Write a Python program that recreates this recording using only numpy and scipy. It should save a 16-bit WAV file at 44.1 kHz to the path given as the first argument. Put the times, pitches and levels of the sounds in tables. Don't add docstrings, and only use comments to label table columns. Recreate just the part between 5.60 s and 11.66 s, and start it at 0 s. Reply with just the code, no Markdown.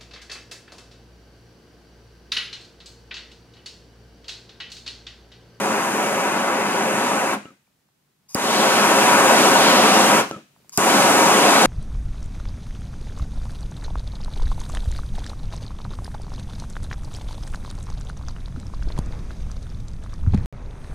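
import sys
import numpy as np
from scipy import signal
from scipy.fft import rfft, irfft, next_fast_len
from scipy.io import wavfile
from scipy.ndimage import uniform_filter1d

SR = 44100
rng = np.random.default_rng(int(sys.argv[2]) if len(sys.argv) > 2 else 0)


def dump(signal):
    limited = np.clip(np.atleast_2d(signal).T, -1, 1)
    pcm = np.round(limited * 32767).astype(np.int16)
    wavfile.write(sys.argv[1], SR, pcm)


def gain_from_db(level_db):
    decades = np.asarray(level_db, float) / 20
    return 10 ** decades


N = 267233
TIME = np.arange(N) / SR
SIZE = next_fast_len(N + SR // 2)
HZ = np.maximum(np.arange(SIZE // 2 + 1) * SR / SIZE, 1)


def unit(x):
    return x / np.sqrt(np.mean(x ** 2))


def shape(x, gain):
    return irfft(rfft(x, SIZE) * gain, SIZE)[..., :N]


def over_hz(points):
    hz, value = np.transpose(points)
    return np.interp(np.log(HZ), np.log(hz), value)


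def resonance(hz, width):
    return 1 / (1 + 1j * (HZ ** 2 - hz ** 2) / (HZ * width))


def body(modes):
    return sum((-1) ** k * gain_from_db(db) * resonance(hz, width) for k, (hz, width, db) in enumerate(modes))


def walk(rate):
    hold = int(SR / rate)
    held = rng.standard_normal(400)[np.arange(N) // hold % 400]
    return unit(uniform_filter1d(uniform_filter1d(held, hold), hold))


def played(start_s, end_s, db, db_per_s, attack_s=1e-4):
    fade_db = db_per_s * np.maximum(TIME - end_s, 0)
    return gain_from_db(db - fade_db) * np.clip((TIME - start_s) / attack_s, 0, 1)


def growing(lit_s):
    return -6 * np.exp(-np.maximum(TIME - lit_s, 0) / .1)


# (frequency [Hz], level [dB per Hz])
BACKGROUND = [(30, -13), (70, -13), (105, -12), (140, -3), (220, -11), (500, -20), (3000, -26),
              (16000, -32)]


def background():
    mid, side = rng.standard_normal((2, N))
    colour = gain_from_db(over_hz(BACKGROUND))
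    rumble = shape(mid, colour) * gain_from_db(1.5 * walk(7.6))
    own_noise = shape(side, colour * np.clip(HZ / 600, .2, 1))
    return unit(rumble + own_noise * np.array([[1], [-1]])) * gain_from_db(-68)


def draught():
    jet = sum(played(lit, shut, db + growing(lit), dies) for lit, shut, db, _, dies in BURNS)
    wind = unit(shape(rng.standard_normal((2, N)), resonance(60, 79)))
    return wind * jet * gain_from_db(-42)


# (time [s], peak
# [dB], pitch [Hz], width [Hz])
TICKS = [(2.077, -60, 800, 500), (2.068, -67, 2350, 200), (2.288, -58, 900, 700), (2.289, -60, 5000, 6000),
         (2.425, -60, 4000, 5000), (2.44, -62, 6000, 5000), (4.649, -36, 5700, 2500),
         (4.649, -44, 14000, 5000), (4.692, -41, 14000, 2500), (4.692, -49, 7000, 6000),
         (4.712, -39, 9800, 3000), (4.712, -35, 4400, 1500), (4.712, -40.5, 2900, 500),
         (4.712, -32, 5900, 1200), (1.855, -43, 2850, 250), (1.854, -44, 1800, 1500),
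         (4.963, -54, 900, 700), (5.002, -62, 450, 400), (5.046, -61, 750, 400), (5.095, -56.5, 1200, 700),
         (5.0945, -40.5, 7200, 900), (2.7472, -18.5, 5200, 500), (5.1757, -18.5, 5100, 600)]


def ticks():
    knocks = 0
    for s, db, hz, width in TICKS:
        to_peak = np.e * SR / (2 * np.pi * width)
        at_time = np.exp(-2j * np.pi * HZ * s)
        knocks = knocks + gain_from_db(db) * to_peak * resonance(hz, width) ** 2 * at_time
    return irfft(knocks, SIZE)[:N]


# (valve opens [s], spark [s], level [dB])
COLD_GAS = [
    (2.684, 2.745, -48.5),
    (5.119, 5.174, -47.5),
]
# (frequency [Hz], width [Hz], level [dB])
COLD_TUBE = [(1050, 100, 1), (2450, 400, -14), (3000, 500, -16), (3600, 400, -13), (4950, 300, 1),
             (5750, 400, 2), (6500, 700, 3), (8300, 1200, -6), (9950, 500, 0), (12500, 3000, -11)]


def cold_gas():
    rush = unit(shape(rng.standard_normal(N), body(COLD_TUBE)))
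    return rush * sum(played(opens, spark, db, 6000, attack_s=.01) for opens, spark, db in COLD_GAS)


# (time [s], peak [dB], length [s])
SNAPS = [
    (2.7457, -15, .0022),
    (5.1744, -15.5, .0018),
    (5.0942, -41, .0014),
]
# (frequency [Hz], width [Hz], level [dB])
IGNITER = [(1200, 900, -12), (2500, 700, -10), (5000, 700, 0), (7300, 1500, 3), (10000, 1500, 0),
           (14000, 3000, -7)]


def igniter():
    envelope = 0
    for s, db, length in SNAPS:
        fade = np.exp(-np.minimum(((TIME - s) / length) ** 4, 99))
        envelope = envelope + gain_from_db(db) * (TIME >= s) * fade
    return gain_from_db(4.5) * shape(rng.standard_normal(N) * envelope, body(IGNITER))


# (time [s], peak [dB], width [s])
THUMPS = [
    (2.7521, -10.5, .00035),
    (5.1803, -19, .0005),
    (5.1875, -17.5, .0002),
    (1.8555, -29, .00035),
    (1.9065, -41, .0004),
    (4.7118, -20.5, .00018),
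    (4.7625, -40.5, .0006),
]


def thumps():
    def bump(s, width):
        return np.exp(-((TIME - s) / width) ** 2 / 2)

    out = 0
    for s, db, width in THUMPS:
        swing_back = .3 * bump(s + 4.4 * width, 2.2 * width)
        out = out + gain_from_db(db) * (swing_back - bump(s, width))
    return out


# (time [s], tone [dB], tone swell [dB per s], flutter [dB], afterglow before the pop [dB])
FLASHBACKS = [
    (1.855, -51, -60, -53, -35),
    (4.713, -50, 200, -47, -42),
]
SING_S, LAST_PUFF_S = .039, .048


def singing():
    out, waver = 0, 1 + 0.0086 * walk(150)
    top_hz, top_s, rise_hz_per_s, sag_hz_per_s = 1340, .017, 3000, 2300
    for s, db, swell, _, _ in FLASHBACKS:
        age = np.clip(TIME - s, 0, .1)
        climb = rise_hz_per_s * np.maximum(top_s - age, 0)
        sag = sag_hz_per_s * np.maximum(age - top_s, 0)
        hz = top_hz - climb - sag
        held = played(s, s + SING_S, db + swell * np.minimum(age, .03), 3000)
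        puff_s, puff_db = s + LAST_PUFF_S, db + swell * .015 + 3
        puff = played(puff_s, puff_s + .003, puff_db, 1600, attack_s=.003)
        tone = np.sqrt(2) * np.sin(2 * np.pi * np.cumsum(hz * waver) / SR)
        out = out + tone * (held + puff)
    return out


# (frequency [Hz], width [Hz], level [dB])
RUMBLE = [(201, 100, 8), (291, 110, 8), (514, 220, -1.5), (800, 160, -25.5)]


def embers():
    rumble = unit(shape(rng.standard_normal(N), body(RUMBLE)))
    unsteady = unit(shape(rng.standard_normal(N), resonance(30, 60)))
    out = 0
    for (_, shut, _, _, dies), (s, _, _, flutter_db, glow_db) in zip(BURNS, FLASHBACKS):
        hz = 950 * 2 ** (-np.maximum(TIME - shut, 0) / .09)
        sigh = gain_from_db(-3) * unsteady * np.sin(2 * np.pi * np.cumsum(hz) / SR)
        glow = played(shut, shut + .02, glow_db, .43 * dies, .02)
        puff_s = s + LAST_PUFF_S
        flutter = played(s, s + SING_S - .004, flutter_db, 3000, .01)
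        flutter = flutter + played(puff_s, puff_s + .01, flutter_db, 380, .004)
        out = out + (rumble + sigh) * glow + rumble * flutter
    return out


def turbulence(points, swell, flicker_db, rate):
    noise = rng.standard_normal((2, N))
    noise = noise - 0.072 * (uniform_filter1d(noise, size=8) ** 2 * 8 - 1)
    coloured = rfft(noise, SIZE) * gain_from_db(over_hz(points))
    lowest, highest = int(np.log2(points[0][0])), int(np.ceil(np.log2(points[-1][0])))
    out = 0
    for octave in range(lowest, highest + 1):
        in_octave = np.clip(1 - abs(np.log2(HZ) - octave), 0, 1)
        band = irfft(coloured * in_octave, SIZE)[:, :N]
        out = out + gain_from_db(flicker_db * walk(rate)) * band
    return unit(out) * gain_from_db(swell) / np.sqrt(2)


# (lit [s], valve shut [s], full roar [dB], sizzle over roar [dB], dying rate [dB per s])
BURNS = [
    (-1, 1.745, -22.5, -17.5, 700),
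    (2.752, 4.6, -22, -9.5, 360),
    (5.178, 7, -21.3, -9.5, 400),
]
# (frequency [Hz], level [dB per Hz])
ROAR = [(40, -36), (80, -27), (130, -15.5), (200, -5), (350, -5), (600, -4), (1000, -3), (1500, -8),
        (2000, -11.5), (2700, -16.5), (3400, -27.5)]
SIZZLE = [(2000, -14.5), (2800, -1.5), (3500, -1.5), (4300, -1), (4800, -8.5), (5500, -2), (6300, -13)]
HISS = [(4500, -22.5), (5600, -5), (6200, 0), (7400, -2), (9000, -1), (11500, -6.5), (12200, -11),
        (14500, -13), (16000, -25.5)]


def flame():
    swell = 0.52 * walk(4.83)
    roar = turbulence(ROAR, swell, flicker_db=0.82, rate=12)
    sizzle = turbulence(SIZZLE, swell, flicker_db=2.1, rate=8)
    hiss = turbulence(HISS, swell, flicker_db=.8, rate=4.4)
    out = 0
    for lit, shut, db, sizzle_db, dies in BURNS:
        size_db = growing(lit)
        metal_db = sizzle_db + .8 * size_db
        jet_db = -6.1 + .25 * sizzle_db - .3 * size_db - .8 * (TIME - lit)
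        jet_db = jet_db - .35 * dies * np.maximum(TIME - shut, 0)
        burning = roar + gain_from_db(metal_db) * sizzle + gain_from_db(jet_db) * hiss
        out = out + played(lit, shut, db + size_db, dies) * burning
    return gain_from_db(-.8) * out


# (frequency [Hz], time [s])
ROOM_T60 = [(100, .4), (500, 0.24), (2000, 0.41), (6000, 0.54), (15000, .3)]
# (frequency [Hz], level under the direct sound [dB])
TAIL = [(100, -22), (260, -21), (450, -17), (1200, -9), (3000, -8.5), (8000, -12.5), (15000, -13.5)]


def diffuse():
    age = np.arange(SR // 2) / SR
    scatter = rfft(rng.standard_normal((2, SR // 2)))
    t60 = over_hz(ROOM_T60)
    log_hz = np.log2(np.arange(scatter.shape[1]) * 2 + 1)
    tail = 0
    for octave in range(6, 15):
        fade = gain_from_db(-60 * age / t60[int(2 ** octave * SIZE / SR)])
        decay = fade * np.clip(age / .012, 0, 1)
        band = irfft(scatter * np.clip(1 - abs(log_hz - octave), 0, 1))
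        tail = tail + band * decay / np.sqrt(np.sum(decay ** 2))
    return rfft(tail, SIZE) * gain_from_db(over_hz(TAIL))


# (delay left [ms], delay right [ms], level [dB])
ECHOES = [(5.32, 5.3, -14.5), (7.36, 6.2, -13.5), (9.27, 8.4, -10.5), (14.82, 13.22, -20),
          (17.8, 15, -22.5)]


def room(x, lag_ms, tail, wet_db=0):
    def delay(ms):
        return np.exp(-2j * np.pi * HZ * np.asarray(ms)[:, None] / 1000)

    bounces = sum(gain_from_db(db) * delay([left, right]) for left, right, db in ECHOES)
    echoes = bounces / (1 + 1j * HZ / 4970) + tail
    alike = .58 * np.clip(1 - (HZ / 690) ** 6, 0, 1)
    reflected = alike * echoes[0] + (1 - alike) * echoes
    return rfft(x, SIZE) * (delay([0, lag_ms]) + gain_from_db(wet_db) * reflected)


# (frequency [Hz], width [Hz], boost [dB])
LEFT_PORT = [(201, 12, 4), (280, 36, 5.5), (433, 51, 3), (472, 32, -7), (530, 50, 1.5), (880, 250, 2),
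             (1460, 150, 3.5), (1916, 350, -5), (2460, 500, 5), (4170, 400, -2.5), (4780, 300, 8.5),
             (6960, 590, 4.5), (9300, 900, -7.5)]
RIGHT_PORT = [(201, 12, 4.5), (277, 30, 5), (433, 51, 2), (476, 32, -7), (560, 90, 3), (743, 110, 3.5),
              (1080, 41, -1), (1505, 37, -6.5), (1880, 100, -0.5), (2042, 72, -8), (2044, 51, 8.5),
              (3240, 1500, 4), (5960, 310, 3.5), (9250, 900, 0.5)]


def ports(spectra):
    colour = []
    for port in (LEFT_PORT, RIGHT_PORT):
        peaks = [1 + (gain_from_db(db) - 1) * resonance(hz, width) for hz, width, db in port]
        colour.append(np.prod(peaks, axis=0))
    return irfft(spectra * colour, SIZE)[:, :N] * gain_from_db(np.array([[.4], [-.4]]))


# (from the nozzle [ms], from the flame's tip [ms])
PORT_LAG_MS = (0.077, 0.11)


def scene():
    nozzle, tip = flame()
    nozzle = nozzle + cold_gas() + igniter() + embers()
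    inside = thumps() + singing() + ticks()
    nozzle_lag, tip_lag = PORT_LAG_MS
    near_tail, far_tail = diffuse(), diffuse()
    heard = room(nozzle, nozzle_lag, near_tail) + room(tip, tip_lag, far_tail)
    heard = heard + room(inside, nozzle_lag, near_tail, wet_db=-12)
    return ports(heard) + draught() + background()


def top_cut(x):
    return signal.sosfilt(signal.butter(12, 16540, fs=SR, output="sos"), x)


def record(dry):
    heard = signal.sosfilt(signal.butter(2, 70, "high", fs=SR, output="sos"), dry)
    turned_up = 1 - np.exp(-np.maximum(TIME - 2.76, 0) / .17)
    heard = heard * gain_from_db(6.5 * turned_up)
    heard = heard / (1 + abs(heard / .95) ** 6) ** (1 / 6)
    heard = signal.sosfilt(signal.ellip(8, .2, 40, 15680, fs=SR, output="sos"), heard)
    return top_cut(heard)


dry = scene()
out = record(dry)
dump(out)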